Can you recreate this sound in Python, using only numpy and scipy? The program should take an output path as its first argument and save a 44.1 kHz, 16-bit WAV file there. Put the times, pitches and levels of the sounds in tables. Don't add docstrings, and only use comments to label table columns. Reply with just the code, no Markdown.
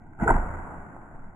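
import sys
import numpy as np
from scipy import signal
from scipy.fft import rfft, irfft
from scipy.io import wavfile
from scipy.ndimage import uniform_filter1d

SR = 44100
rng = np.random.default_rng(int(sys.argv[2]) if len(sys.argv) > 2 else 0)


def generate_wav(sig):
    pcm = np.round(np.clip(np.atleast_2d(sig).T, -1, 1) * 32767).astype(np.int16)
    wavfile.write(sys.argv[1], SR, pcm)


def natural_amplitude(level_db):
    exponent = np.asarray(level_db, float) / 20
    return 10 ** exponent


N = 59535


def read_log(table, hz):
    table = np.array(table)
    return np.interp(np.log(np.maximum(hz, 1)), np.log(table[:, 0]), table[:, 1])


# [crest_s, peak_db, pitch_hz, length_cycles]
KNOCKS = [(.192, -38, 1410, 1.9), (0.2006, -29.5, 1480, 1.4), (0.217, -33, 2000, 1.6),
          (.242, -30.5, 674, 3.3), (0.2103, -33.5, 380, 1.4), (.214, -27.5, 830, 1.6),
          (.2225, -25, 800, 1.1), (.2255, -14, 189, 0.26), (.231, -17.5, 209, 0.36), (.233, -24, 800, 1.2),
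          (.238, -24, 318.4, 1.6), (.248, -33, 864, 1.3), (0.264, -20.5, 446, 1.7),
          (.2748, -19.5, 815, 0.66), (0.2794, -10.5, 1500, 2.7), (.2848, -15, 893, 1.8),
          (0.2835, -23, 2020, 2.2), (.291, -12, 503.4, 1.05), (0.2939, -14, 1352, 1.4),
          (0.2986, -21.5, 1565, 1.3), (.3032, -12, 796, 3.3), (0.305, -19.5, 2040, 4.3),
          (0.3064, -19, 950, 2.7), (.3085, -8, 902, 1.3), (.312, -16.5, 344.6, 1.3),
          (0.321, -26, 1540, 3.1), (.327, -28, 784, 1), (.349, -21, 278, .7), (0.366, -21.5, 874, 3),
          (0.386, -32.5, 1500, 0.7)]
# [crest_s, peak_db, pitch_hz, length_cycles]
TICKS = [
    (.030, -54, 915, 0.5),
    (.135, -45, 2010, 2.1),
    (.71, -39, 870.5, 2.05),
    (.9655, -34, 795, 0.56),
]
# [pitch_hz, level_db]
BODY_RINGS = [(185, -2), (260, -6.5), (350, -8.5), (440, -7.5), (680, 6), (805, 3), (940, 5), (1040, -8),
              (1340, 12), (1510, 15.5), (1980, -12)]
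# [pitch_hz, lead_radians]
PORT_LEAD = [(300, 0.43), (800, 0.13), (1000, -1.2), (1460, -1.53), (1750, -3), (2100, -19.1)]
# [pitch_hz, left_minus_right_db]
KNOCK_PAN = [(200, -0.5), (800, 0.7), (1500, -4), (2000, 5.2)]


def bow_knocks():
    reach_octaves = 0.32
    out = np.zeros((2, N))
    t = np.arange(int(0.08 * SR)) / SR
    ring_hz, ring_db = np.array(BODY_RINGS).T[:, :, None]
    half_lead = read_log(PORT_LEAD, ring_hz) / 2
    half_pan_db = read_log(KNOCK_PAN, ring_hz) / 2
    events = [*KNOCKS, *TICKS]
    detune = 1 + 0.015 * rng.standard_normal((len(events), len(BODY_RINGS), 1))
    for (crest_s, peak_db, pitch_hz, cycles), tuning in zip(events, detune):
        decay_s = cycles / pitch_hz
        first = int((crest_s - 2 * decay_s) * SR) + 1
        since_crest = t + first / SR - crest_s
        swell = (1 + since_crest / decay_s / 2) ** 2 * np.exp(-since_crest / decay_s)
        octaves_away = np.log2(ring_hz / pitch_hz)
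        share = natural_amplitude(ring_db) * np.exp(-(octaves_away / reach_octaves) ** 2)
        phase = 2 * np.pi * ring_hz * tuning * since_crest
        for port, side in enumerate((1, -1)):
            rings = share * natural_amplitude(side * half_pan_db) * np.cos(phase + side * half_lead)
            knock = natural_amplitude(peak_db) * swell * rings.sum(0) / share.sum()
            out[port, first:first + len(t)] += knock
    return out


# [start_s, pitch_hz, peak_db, rise_s, fade_60db_s]
LIMBS = [
    (0.214, 51, -20, .004, 0.2),
    (0.259, 78, -24.5, 0.0022, 0.16),
    (0.2989, 25.8, -13.5, 0.0098, 0.65),
    (.331, 52.4, -22.5, 0.005, 0.57),
    (0.33, 82.02, -30.5, 0.016, 1.5),
    (0.3406, 86, -34, 0.0075, 0.99),
    (0.302, 29.14, -28, 0.035, 1.04),
    (0.345, 178.8, -25, 0.0041, 0.17),
]


def limb_swings():
    out = 0
    for start_s, hz, peak_db, rise_s, fade_s in LIMBS:
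        t = np.maximum(np.arange(N) / SR - start_s, 0)
        level = natural_amplitude(peak_db - 60 * t / fade_s) * (1 - np.exp(-t / rise_s))
        out = out + level * np.sin(2 * np.pi * hz * t)
    left_minus_right_db = -1.6
    return out * natural_amplitude(np.array([[left_minus_right_db], [-left_minus_right_db]]) / 2)


def slow_wander(changes_per_s):
    k = int(SR / changes_per_s)
    steps = np.repeat(rng.standard_normal(N // 50 + 1)[:N // k + 1], k)
    smooth = uniform_filter1d(uniform_filter1d(steps, k), k)[:N]
    return smooth / smooth.std()


# [pitch_hz, width_hz, depth_db]
HOUSING_DIPS = [(518.5, 104, -5.5), (1196, 185, -7), (1730, 115, -9)]
# [pitch_hz, left_right_correlation]
LIKENESS = [(40, 0.87), (150, 0.74), (500, 0.76), (900, 0.81), (1400, 0.019), (2600, 0.084)]


def surround(make, colour, spread, dips):
    hz = np.arange(N // 2 + 1) * SR / N
    dip_db = sum(depth * np.exp(-((hz - centre) / width) ** 2) for centre, width, depth in HOUSING_DIPS)
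    gain = natural_amplitude(read_log(colour, hz) + dips * dip_db)
    like = np.clip(1 - spread * (1 - read_log(LIKENESS, hz)), 0, 1)
    mid = rfft(make()) * gain * np.sqrt(1 + like)
    side = rfft(make()) * gain * np.sqrt(1 - like)
    both = np.array([mid + side, mid - side])
    octave = np.log2(np.maximum(hz, 1))
    out = 0
    for centre in range(4, 13):
        share = np.cos(np.pi / 2 * np.clip(octave - centre, -1, 1)) ** 2
        flicker = natural_amplitude(0.8 * slow_wander(22))
        out = out + irfft(both * share, N) * flicker
    return out / np.sqrt(np.mean(out ** 2))


def scatter():
    taps_per_s, size_spread_db = 6000, 1.3
    chance, size = rng.random((2, N))
    tap_here = chance < taps_per_s / SR
    return rng.standard_normal(N) * tap_here * natural_amplitude(-size_spread_db * np.log(1 - size))


# [time_s, level_db]
SCRAPE = [
    (.178, -55.5),
    (.2, -38.5),
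    (.218, -30),
    (.245, -28.5),
    (.265, -35.5),
    (.28, -23),
    (.308, -19.5),
    (.33, -29),
    (.37, -65.5),
]
# [pitch_hz, level_db]
RUSTLE = [(25, -23.5), (130, -3), (400, -8.5), (800, -5), (1500, -6), (2050, -19.5), (2600, -34.5),
          (3300, -46)]


def scrape():
    time_s, level_db = np.array(SCRAPE).T
    level = natural_amplitude(np.interp(np.arange(N) / SR, time_s, level_db))
    return level * surround(scatter, RUSTLE, 0.83, 2.2)


def wood_echoes():
    t = np.maximum(np.arange(N) / SR - 0.32, 0)
    near_db, near_fade_s = -21, 0.29
    far_db, far_fade_s = -32.5, 2.774
    near = natural_amplitude(near_db - 60 * t / near_fade_s)
    far = natural_amplitude(far_db - 60 * t / far_fade_s)
    fade = np.hypot(near, far) * (1 - np.exp(-t / 0.019))
    return fade * surround(scatter, RUSTLE, 1.0, 0.69)


# [pitch_hz, level_db]
BREEZE = [(25, 1.5), (60, -2), (170, 0.5), (330, -7.5), (500, -17), (900, -18.5), (2000, -30), (3300, -71)]


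def breeze():
    return natural_amplitude(-49) * surround(lambda: rng.standard_normal(N), BREEZE, 0.8, 1.6)


# [trough_s, pitch_hz, peak_db, half_length_s]
GUSTS = [(0.209, 13, -40.5, 0.082), (0.057, 14, -45, 0.056), (0.466, 9.6, -39, 0.062),
         (0.641, 13, -41, 0.045), (0.806, 19, -38.5, 0.042), (0.983, 13, -45, .07),
         (1.164, 13, -38.5, 0.03), (1.248, 11, -35, 0.06)]


def gusts():
    t = np.arange(N) / SR
    out = 0
    for trough_s, hz, peak_db, half_s in GUSTS:
        swell = natural_amplitude(peak_db) * np.exp(-((t - trough_s) / half_s) ** 2)
        out = out - swell * np.cos(2 * np.pi * hz * (t - trough_s))
    return out


def scene():
    return bow_knocks() + limb_swings() + scrape() + wood_echoes() + breeze() + gusts()


def band_limit(x):
    return signal.sosfilt(signal.butter(12, 15830, fs=SR, output="sos"), x)


def record(dry):
    slowdown, first = 5, 1
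    k = np.arange(N)
    dull = signal.sosfiltfilt(signal.butter(8, 3300, fs=SR, output="sos"), dry)
    slow = np.array([np.interp(k, k[first::slowdown], port[first::slowdown]) for port in dull])
    top_cut = signal.ellip(10, 0.1, 60, 15830, fs=SR, output="sos")
    mix = signal.sosfiltfilt(top_cut, slow)
    return band_limit(mix)


dry = scene()
out = record(dry)
generate_wav(out)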